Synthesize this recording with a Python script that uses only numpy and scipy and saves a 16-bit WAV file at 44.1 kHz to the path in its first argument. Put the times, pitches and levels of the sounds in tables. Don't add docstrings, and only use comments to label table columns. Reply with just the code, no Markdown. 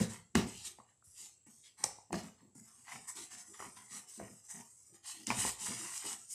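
import sys
import numpy as np
from scipy import signal
from scipy.fft import rfft, irfft
from scipy.io import wavfile
from scipy.ndimage import uniform_filter1d, map_coordinates

SR = 44100
rng = np.random.default_rng(int(sys.argv[2]) if len(sys.argv) > 2 else 0)


def wrap_up_sound(samples):
    columns = np.atleast_2d(samples).T
    tamed = np.clip(columns, -1, 1)
    steps = np.round(tamed * 32767).astype(np.int16)
    wavfile.write(sys.argv[1], SR, steps)


N = 279575
TIME = np.arange(N) / SR
# frequency_hz, gain_db
COARSE_FABRIC_SPECTRUM = [(250, -15), (520, -29), (720, -3.5), (920, 0.5), (1250, -1), (1550, -5),
                          (1950, 2), (2400, -7), (3000, -10), (4000, -23), (12000, -44.5)]


def undb(db):
    return 10 ** (np.asarray(db) / 20)


def unit(x):
    return x / np.sqrt(np.mean(x ** 2))


def convolve(x, response):
    return signal.fftconvolve(x, response)[:len(x)]


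def colour(x, spectrum, size=4096):
    hz, db = np.transpose(spectrum)
    gain = undb(np.interp(np.log(np.fft.rfftfreq(size, 1 / SR) + 1), np.log(hz), db))
    cepstrum = irfft(np.log(gain))
    cepstrum[1:size // 2] *= 2
    cepstrum[size // 2 + 1:] = 0
    return convolve(x, irfft(np.exp(rfft(cepstrum))))


def walk(rate_hz):
    step = max(int(SR / rate_hz), 1)
    stairs = np.repeat(rng.standard_normal(N // step + 1), step)
    return unit(uniform_filter1d(stairs, step)[:N])


def add(track, start_s, sound, peak_db):
    i = max(int(start_s * SR), 0)
    track[i:i + len(sound)] += (undb(peak_db) * sound / np.abs(sound).max())[:N - i]


def slips(per_s, scatter_db):
    happens = rng.random(N) < per_s / SR
    size = undb(scatter_db * np.minimum(rng.exponential(size=N), 4))
    return unit(happens * size * rng.choice([-1, 1], N))


def shimmer(x, rate_hz, depth_db, bands, size=1024, loud_db=60):
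    hz, frame_s, spectra = signal.stft(x, SR, nperseg=size)
    place = np.meshgrid(rate_hz * frame_s, bands * np.sqrt(hz / hz[-1]))
    swell = map_coordinates(rng.standard_normal((len(frame_s), bands + 1)), place, order=3, mode="nearest")
    loudness = 1 + np.linalg.norm(spectra, axis=0) / undb(loud_db)
    gain = undb(depth_db * np.clip(swell, -2, 1.5) / np.sqrt(loudness))
    gain /= np.sqrt(np.mean(gain ** 2, axis=0))
    return signal.istft(spectra * gain, SR, nperseg=size)[1][:N]


def gestures(starts, rises, holds, levels, release_s, sag_db_per_s):
    power = np.zeros(N)
    for start_s, rise_s, hold_s, level_db in zip(starts, rises, holds, levels):
        i = max(int(start_s * SR), 0)
        t = TIME[:min(N - i, int(.7 * SR))]
        attack = np.sin(np.pi / 2 * np.minimum(t / max(rise_s, 1 / SR), 1)) ** 2
        release = np.exp(-np.maximum(t - rise_s - hold_s, 0) / release_s)
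        power[i:i + len(t)] += (attack * release * undb(level_db - sag_db_per_s * t)) ** 2
    return np.sqrt(power)


def hand_strokes():
    # start_s, rise_s, hold_s, swish_db, rasp_re_swish_db, scrape_re_swish_db
    strokes = [ (0.0, 0.0013, 0.028, -46.5, -0.5, 0.5), (0.081, 0.022, 0.045, -52.5, -6, -0.5),
               (0.348, .005, 0.036, -49.5, 9, 11.5), (0.457, .02, .15, -54.5, -1, -15),
               (0.628, 0.03, 0.011, -46.5, -2, -13.5), (0.774, 0.011, 0.022, -76, -12, 6.5),
               (0.861, 0.029, .015, -74.5, -8, -3.5), (1.036, 0.012, 0.1, -61, -20, -27),
               (1.128, 0.08, .06, -52, -5, -18.5), (1.46, 0.0071, .012, -62, -17, -8),
               (1.485, 0.025, .17, -62.5, -17.5, -25), (1.628, 0.023, 0.032, -68.5, 7.5, -13),
               (1.765, 0.038, 0.037, -56.5, -6, -2.5), (1.836, .002, 0.0066, -42.5, -9.5, -3),
               (1.93, 0.036, .05, -70, -23, -6.5), (2.12, .01, 0.065, -55, 3, -0.5),
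               (2.217, .02, 0.041, -59, -9, -5), (2.317, .015, 0.016, -77.5, -4, -3),
               (2.374, 0.013, .04, -77.5, -0.5, 5), (2.547, .006, 0.044, -59.5, -27, -13),
               (2.597, 0.07, 0.38, -60.5, -19, -12), (2.665, 0.017, 0.017, -71.5, -4, -3),
               (2.833, 0.099, 0.03, -53.5, -3.5, 5.5), (3, .02, 0.066, -62, -11, -6),
               (3.065, .025, 0.011, -47, -18, -9.5), (3.145, 0.021, 0.073, -49.5, -6, -7.5),
               (3.288, 0.04, .02, -52, -7, -3.5), (3.357, 0.029, 0.027, -52.5, -10, -8),
               (3.436, 0.042, 0.19, -57.5, -18, -16), (3.53, .012, .012, -62, 2, 5),
               (3.583, .015, 0.059, -54.5, -12, 1.5), (3.67, .02, 0.23, -59, -18, -10),
               (3.758, 0.013, 0.01, -59.5, 2, 2), (3.877, 0.068, 0.04, -49, -6.5, -8),
               (4.053, 0.055, 0.07, -54, -9, -16.5), (4.19, 0.0066, 0.062, -59.5, -26, 0),
               (4.238, 0.043, 0.12, -59, -20, -16), (4.42, 0.039, .01, -57, -21, -17),
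               (4.477, .03, 0.013, -49, -14, -8.5), (4.51, .05, 0.049, -54.5, -15, -4),
               (4.633, 0.029, 0.25, -61, -28, -20.5), (4.923, .025, .015, -61, -12, -9),
               (5.02, 0.071, 0.025, -47, -2, -11.5), (5.122, .02, 0.095, -57, -3, -13),
               (5.265, .005, .06, -48.5, 4.5, -1), (5.313, 0.1, 0.081, -39.5, -3, -6.5),
               (5.56, 0.075, 0.4, -45.5, -4.5, -6), (5.637, 0.023, 0.012, -46.5, -7, -2.5),
               (5.92, .035, .02, -47, -12, -26), (6.019, .05, 0.064, -45, -5.5, -6.5),
               (6.161, 0.042, 0.083, -58, -19, -39.5), (6.27, 0.063, .02, -45, -14.5, -28)]
    start_s, rise_s, hold_s, swish_db, rasp_db, scrape_db = np.transpose(strokes)
    return [gestures(start_s, rise_s, hold_s, swish_db + share_db, release_s=0.034, sag_db_per_s=9)
            for share_db in (0, rasp_db, scrape_db)]


def cloth_swish(speed, pressure):
    # frequency_hz, gain_db
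    swish_spectrum = [(1500, -36.5), (3800, -34.5), (5000, -7.5), (6200, -2), (7100, 1.5), (8100, 3.5),
                      (9200, 0), (10200, -7.5), (12000, -12), (15000, -36.5)]
    rasp_spectrum = [(1000, -28.5), (2000, -8), (2900, 1.5), (3500, -1), (4700, 0.5), (6000, -0.5),
                     (9000, -15), (12000, -21.5), (15000, -28)]
    fibres = slips(per_s=1200 + 7000 * np.sqrt(speed / speed.max()), scatter_db=-1.5)
    swish = unit(colour(fibres, swish_spectrum)) * speed * undb(-0.5)
    weave = unit(colour(slips(per_s=3000, scatter_db=2.0), rasp_spectrum))
    rasp = shimmer(weave, rate_hz=13, depth_db=2.5, bands=48) * pressure * undb(-1.2)
    return (swish + rasp) * undb(0.69 * walk(70))


def shell_scrape(drag):
    catches = unit(colour(slips(per_s=900, scatter_db=2.5), COARSE_FABRIC_SPECTRUM))
    scrape = shimmer(catches, rate_hz=25, depth_db=1.5, bands=40)
    return scrape * drag * undb(-2.5 + 1.5 * walk(45))


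def stuffing_shoves(width_hz=85):
    # start_s, hold_s, level_db, pitch_hz
    shoves = [ (0.0, .012, -28, 186), (.085, 0.025, -54.5, 196), (.351, .025, -27, 228),
              (0.424, .04, -44, 230), (0.635, .04, -65, 380), (1.185, .02, -68.5, 335),
              (1.456, .02, -66.5, 220), (1.785, .05, -60, 238.8), (1.834, 0.028, -54, 131.5),
              (2.098, .015, -50, 258.7), (2.118, .035, -41.5, 220), (2.234, .02, -47.5, 205),
              (2.401, .06, -62.5, 248), (2.557, .055, -61.5, 220), (2.756, .02, -69, 170),
              (2.927, .04, -57, 186), (3.147, 0.068, -58, 310), (3.31, .03, -64, 253),
              (3.379, 0.012, -69.5, 157.3), (3.465, .05, -64, 360), (3.588, 0.028, -57.5, 400),
              (3.638, .02, -54, 220), (3.75, .06, -66, 278.5), (3.899, 0.071, -61, 205),
              (3.993, 0.043, -71, 382), (4.172, 0.083, -53.5, 301), (4.274, 0.046, -61, 211),
              (4.532, 0.056, -57.5, 200), (4.885, 0.034, -64, 350), (5.13, 0.094, -62, 295),
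              (5.27, .12, -48.5, 230), (5.421, .04, -49.5, 266), (5.602, .03, -57.5, 217.3),
              (5.674, 0.038, -47.5, 206.4), (5.78, .06, -56, 320), (6.037, .02, -50.5, 339.5),
              (6.095, 0.0274, -59, 253.4)]
    # frequency_hz, gain_db
    flex_spectrum = [(30, -46), (70, -27), (115, 1), (160, -11.5), (225, 6.5), (290, -10), (380, -3.5),
                     (520, -13), (900, -25.5), (2500, -39.5)]
    start_s, hold_s, level_db, pitch_hz = np.transpose(shoves)
    rise_s = 0.017 * 2 ** ((-56 - level_db) / 11.5)
    force = gestures(start_s, rise_s, hold_s, level_db, release_s=0.021, sag_db_per_s=25)
    wall_hz = np.interp(TIME, start_s + rise_s + hold_s / 2, pitch_hz)
    carrier = np.exp(2j * np.pi * np.cumsum(wall_hz) / SR)
    jerks = slips(per_s=450, scatter_db=0.5)
    lowpass = signal.butter(2, width_hz / 2, fs=SR, output="sos")
    ring = (signal.sosfilt(lowpass, jerks / carrier) * carrier).real
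    flex = colour(jerks, flex_spectrum)
    return undb(-5) * (unit(ring) + unit(flex)) * force


def background(whine_hz=7660, whine_db=-77, air_db=-77):
    # frequency_hz, gain_db
    air_spectrum = [(25, -11.5), (100, 7), (200, -5), (400, -7.5), (900, -17.5), (3000, -21), (5500, -20),
                    (7700, -7.5), (10000, -17), (15000, -49.5)]
    phase = 2 * np.pi * whine_hz * TIME
    whine = unit(walk(260) * np.cos(phase) + walk(240) * np.sin(phase))
    waver = undb(4.5 * walk(16))
    air = unit(colour(rng.standard_normal(N), air_spectrum))
    return undb(air_db) * air + undb(whine_db) * whine * waver


def blows(events, modes, detune, rise_s):
    out, t = np.zeros(N), TIME[:SR // 3]
    tunings = 1 + detune * rng.standard_normal((len(events), len(modes)))
    for (start_s, level_db, contact_ms, pitch_ratio), tuning in zip(events, tunings):
        ring = np.zeros(len(t))
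        for (hz, mode_db, t60_s), stretch in zip(modes, tuning):
            decay = np.exp(-np.log(1000) * t / t60_s)
            ring += undb(mode_db) * np.cos(2 * np.pi * hz * pitch_ratio * stretch * t) * decay
        onset = 1 - np.exp(-t / rise_s)
        push = np.sin(np.pi * np.minimum(1000 * t / contact_ms, 1)) ** 2
        add(out, start_s, convolve(ring * onset, push), level_db)
    return out


def bag_thumps():
    # start_s, level_db, contact_ms, pitch_ratio
    pushes = [(.005, -33.5, 3.5, 1.0), (.3545, -19, 2.3, 1.02), (.368, -22, 2.1, 1.024),
              (.395, -32, 2.4, 1.63), (.79, -58, 1.5, 1.04), (1.07, -60, 6.7, 0.4),
              (1.466, -57.5, 0.65, 1.3), (2.128, -34.5, 0.79, 1.56), (2.140, -38, 0.66, 0.83),
              (2.425, -57.5, 1.7, 1.21), (2.553, -52, 2.4, 1.22), (3.659, -52, 0.53, 1.23),
              (4.20, -51, 0.41, 1.55), (4.222, -47, 4.2, 0.95), (5.284, -39, 1.2, 1.15),
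              (5.303, -34.5, 1.7, 1.02), (5.383, -37, 2.5, 0.48), (5.684, -42, 0.47, 1.01),
              (5.705, -43, 0.72, 1.07)]
    # frequency_hz, level_db, t60_s
    bag_modes = [(114.9, -3, 0.28), (216.6, 7.5, 0.097), (344, -9.5, 0.037), (402, -11, 0.035),
                 (662, -8, 0.07)]
    return undb(1) * blows(pushes, bag_modes, detune=0.004, rise_s=0.0004)


def zip_clicks(rattle_db=-19):
    # start_s, peak_db, ring_ms
    clicks = [(0.039, -47, 2), (0.133, -40, 1.8), (0.3538, -17, 2), (0.365, -56, 1.3), (0.3808, -36, 2.7),
              (1.8404, -11, 2.2), (2.129, -25.5, 0.41), (2.2346, -40, 1), (2.551, -66, 1.6),
              (3.603, -43, .5), (5.27, -20, 1.1), (5.3033, -30, 0.51), (5.978, -26, 4.1),
              (6.13, -26.5, 2.1)]
    # frequency_hz, gain_db
    click_spectrum = [(200, -25.5), (1000, -18), (2000, -13), (3300, -15.5), (4800, -2.5), (7900, 5),
                      (9500, -3), (12500, -23.5), (15000, -57.5)]
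    out, t = np.zeros(N), TIME[:SR // 20]
    for start_s, peak_db, ring_ms in clicks:
        rattle = rng.standard_normal(len(t)) * np.exp(-1000 * t / ring_ms)
        add(out, start_s, colour((t == 0) + undb(rattle_db) * rattle, click_spectrum), peak_db)
    return out


def crease_crackle():
    # start_s, peak_db, fade_ms
    pats = [(0.354, -18, 1.12), (0.357, -33, 33), (2.13, -38, 63), (5.303, -25, 16)]
    out, t = np.zeros(N), TIME[:SR // 5]
    creases = colour(slips(per_s=4800, scatter_db=12.0), COARSE_FABRIC_SPECTRUM)
    for start_s, peak_db, fade_ms in pats:
        burst = creases[int(start_s * SR):][:len(t)]
        add(out, start_s, burst * np.exp(-1000 * t / fade_ms), peak_db)
    return out


def panel_taps():
    # start_s, peak_db, contact_ms, pitch_ratio
    flicks = [(.355, -35, 0.17, 1.5), (.786, -46.5, 0.88, 0.93), (.800, -48, 0.9, 1.09),
              (1.024, -59, 0.69, 1.36), (1.8405, -28, 0.5, 1.03), (1.844, -31.5, 1.33, 1.28),
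              (1.985, -46.5, 1.05, 0.98), (2.106, -40, 0.85, 0.99), (2.129, -27, 0.49, 0.85),
              (2.141, -29.5, 0.64, 0.7), (3.602, -35.5, 0.9, 1.3), (3.624, -38.5, 0.53, 1.49),
              (3.643, -44, 0.54, 0.95), (4.199, -36.5, 0.74, 0.88), (4.212, -35.5, 0.95, 0.59),
              (5.3032, -20, 0.24, 1.02), (5.320, -31.5, 0.42, 0.67), (5.450, -26.5, 1.56, 1.15)]
    # frequency_hz, level_db, t60_s
    panel_modes = [(600, -10, 0.013), (881, 4.5, 0.015), (1020, -2, 0.012), (1400, -1.5, 0.0053),
                   (2010, 4.5, 0.01), (2900, 5, 0.016)]
    return blows(flicks, panel_modes, detune=0.099, rise_s=0.00081)


def room_response(tail_start_s=0.0042, build_s=0.012):
    # delay_ms, gain_db
    reflections = [(1.0, -17.5), (2.7, -26), (5.8, -18.5)]
    # frequency_hz, t60_s, level_re_direct_db
    tail_bands = [(60, 0.61, 2), (105, 0.43, -3.5), (220, 0.29, -12), (560, 0.34, -2.5), (1500, 0.36, -11),
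                  (3900, 0.46, -12), (7980, 0.42, -12), (14000, 0.22, -8)]
    t = TIME[:SR]
    response = 1. * (t == 0)
    for delay_ms, gain_db in reflections:
        response[int(delay_ms * SR / 1000)] += undb(gain_db)
    hz, t60s, levels = np.transpose(tail_bands)
    noise = rfft(rng.standard_normal(SR))
    band_place = np.interp(np.log(np.arange(len(noise)) + 1), np.log(hz), np.arange(len(hz)))
    build = np.clip((t - tail_start_s) / build_s, 0, 1)
    for k, (t60_s, level_db) in enumerate(zip(t60s, levels)):
        band = irfft(noise * np.maximum(1 - np.abs(band_place - k), 0))
        fade = build * np.exp(-np.log(1000) * t / t60_s)
        response += undb(level_db) * fade / np.linalg.norm(fade) * band
    return response


def scene(thump_room_db=-3):
    walls = room_response()
    speed, pressure, drag = hand_strokes()
    rubbing = cloth_swish(speed, pressure) + shell_scrape(drag) + stuffing_shoves()
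    rustle = shimmer(convolve(rubbing, walls), rate_hz=11, depth_db=6.4, bands=105, loud_db=-58)
    thumps = bag_thumps()
    thump_reverb = undb(thump_room_db) * (convolve(thumps, walls) - thumps)
    transients = convolve(panel_taps() + crease_crackle() + zip_clicks(), walls)
    return (rustle + thumps + thump_reverb + transients + background())[None]


def record(dry, low_hz=72, top_hz=15450):
    thin = signal.sosfilt(signal.butter(3, low_hz, "highpass", fs=SR, output="sos"), dry)
    return signal.sosfilt(signal.ellip(10, .2, 70, top_hz, fs=SR, output="sos"), thin)


dry = scene()
out = record(dry)
wrap_up_sound(out)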